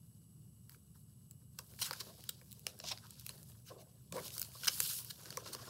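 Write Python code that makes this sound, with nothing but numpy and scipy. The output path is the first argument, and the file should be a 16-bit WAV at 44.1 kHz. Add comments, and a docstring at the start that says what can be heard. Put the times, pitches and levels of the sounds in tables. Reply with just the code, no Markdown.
"""In a quiet room, a hand lifts and turns the stiff glossy page of a large book near a small microphone.
Buckling snaps and short finger slips are brief noise bursts in three ranges of the sheet; hollow flaps boom.
Sliding hisses, bending murmurs and skin rubs as flickering coloured noise, and the room answers the paper.
Beneath lie ventilation rumble, microphone hiss (both coloured noise) and the faint sine whine of electronics."""
import sys
import numpy as np
from scipy import signal
from scipy.fft import rfft, irfft
from scipy.io import wavfile
from scipy.ndimage import uniform_filter1d, map_coordinates

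SR = 44100
rng = np.random.default_rng(int(sys.argv[2]) if len(sys.argv) > 2 else 0)


def unload_audio(sound):
    """Save the sound as a 16-bit wav file, at the path given as the first command line argument."""
    columns = np.transpose(np.atleast_2d(sound))
    # keep every value between -1 and 1, then stretch to whole-number steps
    steps = np.round(np.clip(columns, -1, 1) * 32767)
    wavfile.write(sys.argv[1], SR, steps.astype(np.int16))


def amplitude_ratio(level_db):
    """Convert a level in decibels to the matching linear amplitude (field) ratio."""
    exponent = np.asarray(level_db, float) / 20
    return 10 ** exponent


N = 251105  # samples

# Colour of the ventilation rumble: f/Hz, relative level/dB
RUMBLE_COLOUR = [(15, -55), (40, -31.5), (55, -18.5), (72, -2), (90, -5), (115, 2.5), (160, -2), (210, -8),
                 (270, -20), (400, -25), (750, -42.5), (1200, -37)]
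# Colour of the microphone hiss: f/Hz, relative level/dB
HISS_COLOUR = [(700, -11.5), (1300, -24.5), (1950, -24), (2600, -23), (2900, -11), (3250, -26.5),
               (4900, -18.5), (7000, -16), (9000, -12.5), (10800, -12.5), (13500, -13.5), (15700, -18)]
# Steady tones of the electronics: f/Hz, rms level/dB
WHINE_TONES = [(2904.5, -93), (5809, -98), (8000, -79), (8683.5, -90), (10191, -93), (10221, -94),
               (10784.5, -91), (10844.5, -92), (10874.5, -92), (10904.5, -79), (11588, -84), (13095.5, -90)]
# Decay of the room: f/Hz, time to fall by 60 dB/s
ROOM_DECAY = [(300, 0.31), (2000, 0.13), (10000, 0.093)]

# Colour of sheet sliding on sheet: f/Hz, relative level/dB
SLIDE_COLOUR = [(1200, -29.5), (2100, -16.5), (2900, -4.5), (3400, -4), (4400, 0), (5300, 0.5), (6500, -5),
                (9000, -14.5), (14000, -27)]
# Colour of the thin top of the slide: f/Hz, relative level/dB
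THIN_COLOUR = [(4000, -38.5), (6500, -6), (8500, -2.5), (10500, 0), (13000, 0), (15700, -5)]
# Colour of the bending murmur: f/Hz, relative level/dB
BEND_COLOUR = [(150, -30), (280, -6), (420, -3), (540, -3.5), (680, -7), (850, -15), (1400, -27.5)]
# Colour of skin rubbing paper: f/Hz, relative level/dB
RUB_COLOUR = [(600, -28.5), (950, 0.5), (1200, -3), (1550, -0.5), (2000, -11), (2800, -17)]
# Long slide of the page: t/s, hiss level/dB, thin top over the hiss/dB
SLIDING = [(1.5, -85, 8), (1.68, -72, 8), (1.79, -69, 7), (1.92, -57, -2), (2.18, -69, 3.5),
           (2.27, -61, -3), (2.42, -75, 6), (2.7, -71, 3), (2.83, -67, -1), (3.26, -66.5, 1), (3.4, -71, 7),
           (3.77, -81, 4.5), (4.118, -80.5, 7), (4.132, -63, -4), (4.2, -58.5, 2), (4.41, -60, 6.5),
           (4.5, -64, 5), (4.66, -52, -0.5), (4.77, -51, 7), (4.84, -47.5, 6), (4.98, -53, 8.5),
           (5.06, -63, 4), (5.42, -62, -2.5), (5.69, -59, -4.5)]
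# Short separate strokes of sheet on sheet: start t/s, length/s, hiss level/dB, thin top over the hiss/dB
STROKES = [(.698, 0.062, -75.5, 8.5), (0.948, 0.077, -81.5, 11.5), (1.585, 0.032, -72, 1),
           (1.792, 0.097, -55.5, 2), (2.68, 0.033, -70, -3), (2.84, 0.079, -55, -18),
           (2.868, 0.027, -45.5, -17), (3.681, 0.046, -73, -7), (5.47, 0.04, -66.5, -2)]
# Slow bend of the sheet: t/s, murmur level/dB
BENDING = [(1.55, -90.5), (1.75, -74), (1.92, -67.5), (2.1, -67), (2.32, -73.5), (2.5, -80.5), (2.86, -70),
           (3.04, -72.5), (3.2, -85), (4.1, -85.5), (4.22, -65), (4.55, -74), (4.68, -62), (4.75, -71.5),
           (5.11, -76), (5.35, -62.5), (5.45, -63), (5.5, -56.5), (5.6, -62), (5.69, -60)]
# The sheet gives way and settles: t/s, murmur level/dB, settling/(dB per s)
YIELDS = [(.7, -83, 150), (1.595, -73.5, 190), (2.69, -74, 150), (3.31, -67.5, 85), (3.71, -65.5, 85),
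          (4.15, -47, 193), (5.19, -72, 110)]

# Hollow flaps of the bending sheet: loudest t/s, boom f/Hz, boom level/dB, upper ring level/dB, boom fall/ms
FLAPS = [(1.592, 490, -59, -52, 6.6), (1.82, 636, -57.5, -66, 8.4), (1.911, 530, -45, -46, 3.8),
         (2.009, 393, -57.5, -56, 8.5), (2.095, 587, -61, -65, 21), (2.293, 495, -57, -69, 3.3),
         (2.418, 496, -63, -68, 5.1), (2.668, 628, -49, -62, 5.9), (2.803, 507, -53, -71, 3.1),
         (2.839, 677, -52, -55.5, 14), (2.915, 760, -50, -55, 16), (3.298, 440, -62.5, -62, 10),
         (3.711, 553, -52, -57, 18), (3.763, 460, -56, -67, 18), (3.791, 600, -59, -72, 22),
         (4.125, 527, -50.5, -56, 9.4), (4.149, 484, -46.5, -65, 20.6), (4.172, 507, -43, -47, 20),
         (4.18, 167, -54.5, -70, 74), (4.551, 550, -61, -54, 7.8), (4.804, 470, -52.5, -81, 4.7),
         (5.374, 506, -40.5, -37, 3.9), (5.459, 586, -55, -55, 8), (5.548, 490, -44.5, -42, 2.6),
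         (5.57, 194, -67, -66, 58)]
# Colour of the upper ring of a flap: f/Hz, relative level/dB
RING_COLOUR = [(600, -28), (820, -13), (980, 2.5), (1150, 5), (1350, -19), (1800, -21), (2500, -54)]
# Finger slips: loudest t/s, middle level/dB, bright level/dB, middle rise/ms, middle fall/ms
SLIPS = [(1.82, -34.5, -36, 3.9, 10.2), (1.86, -45, -47, 34, 15), (2.007, -41, -42, 7.2, 6.5),
         (2.68, -58.5, -62, 4.5, 27), (2.918, -37, -64, 6.2, 9), (3.305, -59.5, -60, 12, 9.8),
         (3.691, -57, -60, 23.5, 10.4), (3.815, -63.5, -64.5, 28, 9.4), (4.265, -54, -51, 32, 17),
         (4.646, -41.5, -43, 3.5, 5.4), (4.684, -23, -32.5, 6.2, 2.3), (4.9, -44.5, -47, 10.5, 26),
         (4.989, -47, -44, 4.4, 3.2), (5.11, -44, -44.5, 10, 4), (5.463, -52, -59, 4.2, 4.3),
         (5.534, -45.5, -44.5, 5, 12)]
# Short rubs of a fingertip: loudest t/s, level/dB, rise and fall each/ms
FINGER_RUBS = [(.722, -73, 20), (.957, -69.5, 9.1), (1.87, -53.5, 33), (3.051, -62, 24), (3.7, -66, 22),
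               (4.19, -50, 14), (5.199, -62.5, 21), (5.27, -62.5, 23), (5.404, -56, 8), (5.462, -51.5, 5.2),
               (5.49, -59, 11), (5.56, -63, 15), (5.637, -60.5, 30), (5.67, -55, 17)]
# Buckling snaps: loudest t/s, middle level/dB, dull level/dB, bright level/dB, middle fall/ms
SNAPS = [(0.6956, -50, -55, -42, 0.6), (0.7199, -59, -67, -54, 0.72), (0.7459, -68, -58.5, -71, 2.5),
         (1.3108, -61.5, -71, -45.5, 2), (1.5886, -41, -49, -39.5, 3.6), (1.7378, -57, -56.5, -56, 0.52),
         (1.79, -53, -53.5, -54, 3.1), (1.9103, -29, -28, -37, 0.31), (1.9305, -45, -45.5, -43, 3.5),
         (1.9351, -46, -41, -50, 1.7), (2.2075, -54, -80, -53, 1.5), (2.2399, -49, -60, -42.5, 1.1),
         (2.2915, -35, -48.5, -33.5, 1.96), (2.2938, -39, -56, -34.5, 1.7), (2.4144, -62, -55.5, -59, 1.5),
         (2.5124, -57, -77, -49, 1.2), (2.5185, -48, -70, -43, 0.67), (2.5281, -47.5, -66, -34, 0.23),
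         (2.5949, -59, -81, -45.5, .6), (2.6674, -29, -40.5, -31, 1.3), (2.7903, -58, -73, -45.5, 1.3),
         (2.801, -41.5, -53.5, -59, 2.2), (2.841, -47.5, -65, -64, 3.6), (2.9752, -46, -56, -66, 1.8),
         (2.9845, -52, -62, -63, 1.4), (3.0681, -52, -62, -75, .9), (3.1073, -55, -64, -44, 2.4),
         (3.197, -49, -74, -45.5, 1.4), (3.2111, -56, -64, -46, .7), (3.265, -42.5, -58, -33.5, 1.4),
         (3.2925, -40.5, -52.5, -41, 2.4), (3.3799, -56, -77, -53, .9), (3.4304, -54.5, -67, -47, 0.5),
         (3.518, -63.5, -77, -68, 4.5), (3.6649, -64, -70, -58, 1.9), (4.1243, -41.5, -54, -41.5, 2.5),
         (4.167, -44, -40.5, -37, 0.22), (4.2808, -42, -63, -40.5, 1.2), (4.3052, -43, -71, -52, .6),
         (4.3806, -37.5, -48, -33.5, 1.9), (4.3962, -49, -73, -32, 3.2), (4.4165, -36, -46, -27, 1.65),
         (4.4282, -36.5, -50, -36, .65), (4.4478, -48, -61, -47, 2.4), (4.5717, -63, -50, -63, .3),
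         (4.6346, -43, -44, -49, 3.7), (4.6565, -39, -48, -44, 3.6), (4.672, -41, -30.5, -24.5, 0.71),
         (4.8031, -30, -35, -19.5, 1.6), (4.899, -40, -56, -44, .7), (5.0477, -53, -58, -35.5, .4),
         (5.2136, -54, -65, -50, .35), (5.2576, -40, -45, -51, 0.36), (5.3053, -39, -49, -44, 1.6),
         (5.3268, -42, -49, -60, 0.38), (5.3724, -32, -38.5, -34, 1.06), (5.55, -35, -52, -38, 0.62)]
# Middle range of a crease: f/Hz, relative level/dB
CRACK_COLOUR = [(1200, -47), (2050, -14.5), (2500, -7), (2900, 0.5), (3350, -6), (4200, 2), (5200, -0.5),
                (6500, -5), (9000, -12), (14000, -25)]
# Dull range of a crease: f/Hz, relative level/dB
KNOCK_COLOUR = [(600, -24.5), (950, -8.5), (1200, -6), (1520, 0.5), (1900, -8), (2300, -6.5), (3000, -24.5)]
# Bright range of a crease: f/Hz, relative level/dB
TICK_COLOUR = [(4000, -36.5), (6500, -4), (8500, -1.5), (11000, -1), (13500, -1), (15700, -2.5)]


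def unit(x):
    """Scaled to rms 1."""
    return x / np.sqrt(np.mean(x ** 2) + 1e-20)


def along(points, hz):
    """Reads (Hz, value) points at hz, on a log frequency axis."""
    f, value = np.transpose(points)
    return np.interp(np.log(hz + 1), np.log(f + 1), value)


def level_db(rows, t, column=1):
    """One column of a curve at the times t."""
    columns = np.transpose(rows)
    return np.interp(t, columns[0], columns[column])


def kernel(colour):
    """Causal minimum-phase filter of unit power gain, folded from the cepstrum of a colour."""
    size = 8192
    gain = unit(amplitude_ratio(along(colour, np.fft.rfftfreq(size, 1 / SR))))
    cepstrum = irfft(np.log(gain + 1e-6))
    cepstrum[1:size // 2] *= 2
    cepstrum[size // 2 + 1:] = 0
    return irfft(np.exp(rfft(cepstrum)))


def coloured(x, colour):
    """x through the filter of a colour."""
    return signal.fftconvolve(x, kernel(colour))[:len(x)]


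def wobble(rate):
    """A smooth random curve of rms 1, with rate knots a second (up to 500)."""
    knots = rng.standard_normal(int(N * 500 / SR) + 4)
    return unit(map_coordinates(knots, [np.arange(N) * rate / SR]))


def patchy(x, patch_db):
    """The curve of the sheet keeps changing which frequencies it radiates."""
    z = signal.stft(x, nperseg=256)[2]
    field = uniform_filter1d(rng.standard_normal(z.shape), size=3, axis=0)  # blurred over frequency
    field = uniform_filter1d(field, size=9, axis=1)  # and over time
    return unit(signal.istft(z * amplitude_ratio(patch_db * unit(field)), nperseg=256)[1][:N])


def grainy(grain_db, rate, patch_db):
    """White noise whose loudness flickers as paper fibres catch and let go."""
    flicker = amplitude_ratio(grain_db * wobble(rate))
    return patchy(flicker * rng.standard_normal(N), patch_db)


def bursts(times, levels_db, rises_ms, falls_ms, kernels):
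    """Coloured noise bursts with a rounded top, each with its own rise, fall and filter."""
    out = np.zeros(N + SR)
    noise = grainy(grain_db=1.0, rate=410.0, patch_db=5.0)
    lead = SR // 14  # samples ahead of the loudest moment
    ms = np.arange(-lead, 2 * lead) * 1000 / SR
    for s, db, rise, fall, colour in zip(times, levels_db, rises_ms, falls_ms, kernels):
        at = round(s * SR) - lead
        distance = np.where(ms < 0, -ms / max(rise, 0.03), ms / max(fall, 0.1))
        shape = np.exp(-distance ** 1.6)
        raw = shape * np.resize(noise[at:], len(ms))
        burst = signal.fftconvolve(raw, colour[:1500])[:len(ms)]
        # the filtered burst carries the energy of its envelope
        out[at:at + len(ms)] += amplitude_ratio(db) * burst * np.linalg.norm(shape) / np.linalg.norm(burst)
    return out[:N]


def background():
    """Ventilation rumble and microphone hiss as gently swaying noise, plus thin steady tones."""
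    rumble = coloured(rng.standard_normal(N), RUMBLE_COLOUR + [(3000, -94)])
    rumble = amplitude_ratio(-60 + 0.28 * wobble(2.8)) * rumble
    hiss = coloured(rng.standard_normal(N), [(300, -54)] + HISS_COLOUR)
    hiss = amplitude_ratio(-79 + 0.28 * wobble(0.89)) * hiss
    t = np.arange(N) / SR
    whine = np.zeros(N)
    for hz, db in WHINE_TONES:
        peak = np.sqrt(2) * amplitude_ratio(db + 0.5 * wobble(6.9))
        whine += peak * np.sin(2 * np.pi * hz * t + 0.18 * wobble(25.0))
    return rumble + hiss + whine


def room(x):
    """Each frequency of the room's answer dies at its own speed."""
    hz, t, z = signal.stft(rng.standard_normal(SR // 3), SR, nperseg=256)
    fade = amplitude_ratio(-60 * t / along(ROOM_DECAY, hz)[:, None])
    tail = signal.istft(z * fade, SR, nperseg=256)[1]
    delayed = np.pad(x, (130, 0))  # the answer starts 130 samples late
    return signal.fftconvolve(delayed, tail / np.linalg.norm(tail))[:N]


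def sliding_db(t):
    """Hiss and thin top at the times t: the long slide plus the short strokes."""
    rise_s, fall_s = 0.006, 0.011
    start, length, db, over_db = np.transpose(STROKES)[:, :, None]
    outside = np.maximum((start - t) / rise_s, (t - start - length) / fall_s)
    on = 1 / (1 + np.exp(np.clip(outside * 2, -50, 50)))  # soft switch
    slide_db = level_db(SLIDING, t)
    top_db = slide_db + level_db(SLIDING, t, column=2)
    hiss = amplitude_ratio(slide_db) + np.sum(on * amplitude_ratio(db), axis=0)
    top = amplitude_ratio(top_db) + np.sum(on * amplitude_ratio(db + over_db), axis=0)
    return 20 * np.log10(hiss), 20 * np.log10(top)


def bending_db(t):
    """Murmur level at the times t: the slow bend plus each sudden yield."""
    rise_s = 0.012
    s, db, db_per_s = np.transpose(YIELDS)[:, :, None]
    settling = amplitude_ratio(db - db_per_s * np.maximum(t - s, 0))
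    onset = np.exp(-(np.maximum(s - t, 0) / rise_s) ** 2)
    murmur = amplitude_ratio(level_db(BENDING, t)) + np.sum(settling * onset, axis=0)
    return 20 * np.log10(murmur)


def motion():
    """Sheet slides on sheet, bends with a hollow murmur and rubs the skin, all slightly grainy."""
    t = np.arange(N) / SR
    slide_db, thin_db = sliding_db(t)
    bend_db = bending_db(t)
    # the skin rubs as the sheet both slides and bends
    slide_share = 0.66
    rub_db = -6.5 + slide_share * slide_db + (1 - slide_share) * bend_db
    grip = amplitude_ratio(1.5 * wobble(30.0))  # uneven pressure, shared by all layers
    hiss = coloured(amplitude_ratio(slide_db) * grainy(grain_db=2.0, rate=290.0, patch_db=1.6), SLIDE_COLOUR)
    top = coloured(amplitude_ratio(thin_db) * grainy(grain_db=2.0, rate=450.0, patch_db=-1.5), THIN_COLOUR)
    body = coloured(amplitude_ratio(bend_db) * grainy(grain_db=3.5, rate=53.0, patch_db=3.1), BEND_COLOUR)
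    skin = coloured(amplitude_ratio(rub_db) * grainy(grain_db=4.0, rate=120.0, patch_db=3.5), RUB_COLOUR)
    return grip * (hiss + top + body + skin)


def flaps():
    """The air pocket between the pages booms when the sheet jerks; its pitch follows the gap."""
    s, boom_hz, boom_db, ring_db, fall = np.transpose(FLAPS)
    rise = 2.2 * (fall / 10) ** 1.76  # ms; longer flaps swell more slowly still
    t = np.arange(1500) / SR
    # each pocket dies in a few cycles
    pockets = [t * np.exp(-1.1 * hz * t) * np.sin(2 * np.pi * hz * t) for hz in boom_hz]
    boom = bursts(s, boom_db, rise, fall, pockets)
    ring = bursts(s, ring_db, rise, 0.75 * fall, [kernel(RING_COLOUR)] * len(s))
    return boom + ring


def creases(s, mid_db, dull_db, bright_db, rise, fall):
    """Each snap or slip shakes the sheet in a middle, a dull and a bright range."""
    middle = bursts(s, mid_db, rise, fall, [kernel(CRACK_COLOUR)] * len(s))
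    dull = bursts(s, dull_db, rise, 1.08 * fall, [kernel(KNOCK_COLOUR)] * len(s))
    bright = bursts(s, bright_db, 1.15 * rise, 0.93 * fall, [kernel(TICK_COLOUR)] * len(s))
    return middle + dull + bright


def slips():
    """Fingers slip on the gloss in short scrapes, or rub it dully."""
    s, mid_db, bright_db, rise, fall = np.transpose(SLIPS)
    scrapes = creases(s, mid_db, mid_db - 12, bright_db, rise, fall)
    at, rub_db, length = np.transpose(FINGER_RUBS)
    return scrapes + bursts(at, rub_db, length, length, [kernel(RUB_COLOUR)] * len(at))


def snaps(count=70):
    """The sheet buckles in the listed snaps, and in small ones at random that grow with the sliding."""
    s = rng.uniform(1.6, 5.6, count)
    scatter_db = rng.uniform(-1, 1, (3, count))
    mid_db, dull_db, bright_db = sliding_db(s)[0] + 4.5 + scatter_db  # set over the hiss of the moment
    small = np.transpose([s, mid_db, dull_db - 9, bright_db - 1, np.full(count, 0.67)])
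    s, mid_db, dull_db, bright_db, fall = np.vstack([SNAPS, small]).T
    rise = 0.26 + 0.16 * fall  # ms
    return creases(s, mid_db, dull_db, bright_db, rise, fall)


def scene():
    """One microphone, copied to both channels."""
    paper = snaps() + slips() + flaps() + motion()
    answer = amplitude_ratio(-14.5) * room(paper)
    return np.tile(paper + answer + background(), (2, 1))


def roll_off(x):
    """The treble ends steeply here."""
    return signal.sosfilt(signal.butter(12, 16950, fs=SR, output="sos"), x)


def record(dry):
    """The recorder keeps little deep bass and little above its band limit."""
    bass_hz, top_hz = 40, 15760
    hz = np.fft.rfftfreq(N, 1 / SR)
    band_limit = np.where(hz < top_hz, 1, amplitude_ratio(-40))
    bass_cut = 1 / np.sqrt(1 + (bass_hz / (hz + 1)) ** 4)
    mix = irfft(rfft(dry) * band_limit * bass_cut, N)
    return roll_off(mix)


dry = scene()
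out = record(dry)
unload_audio(out)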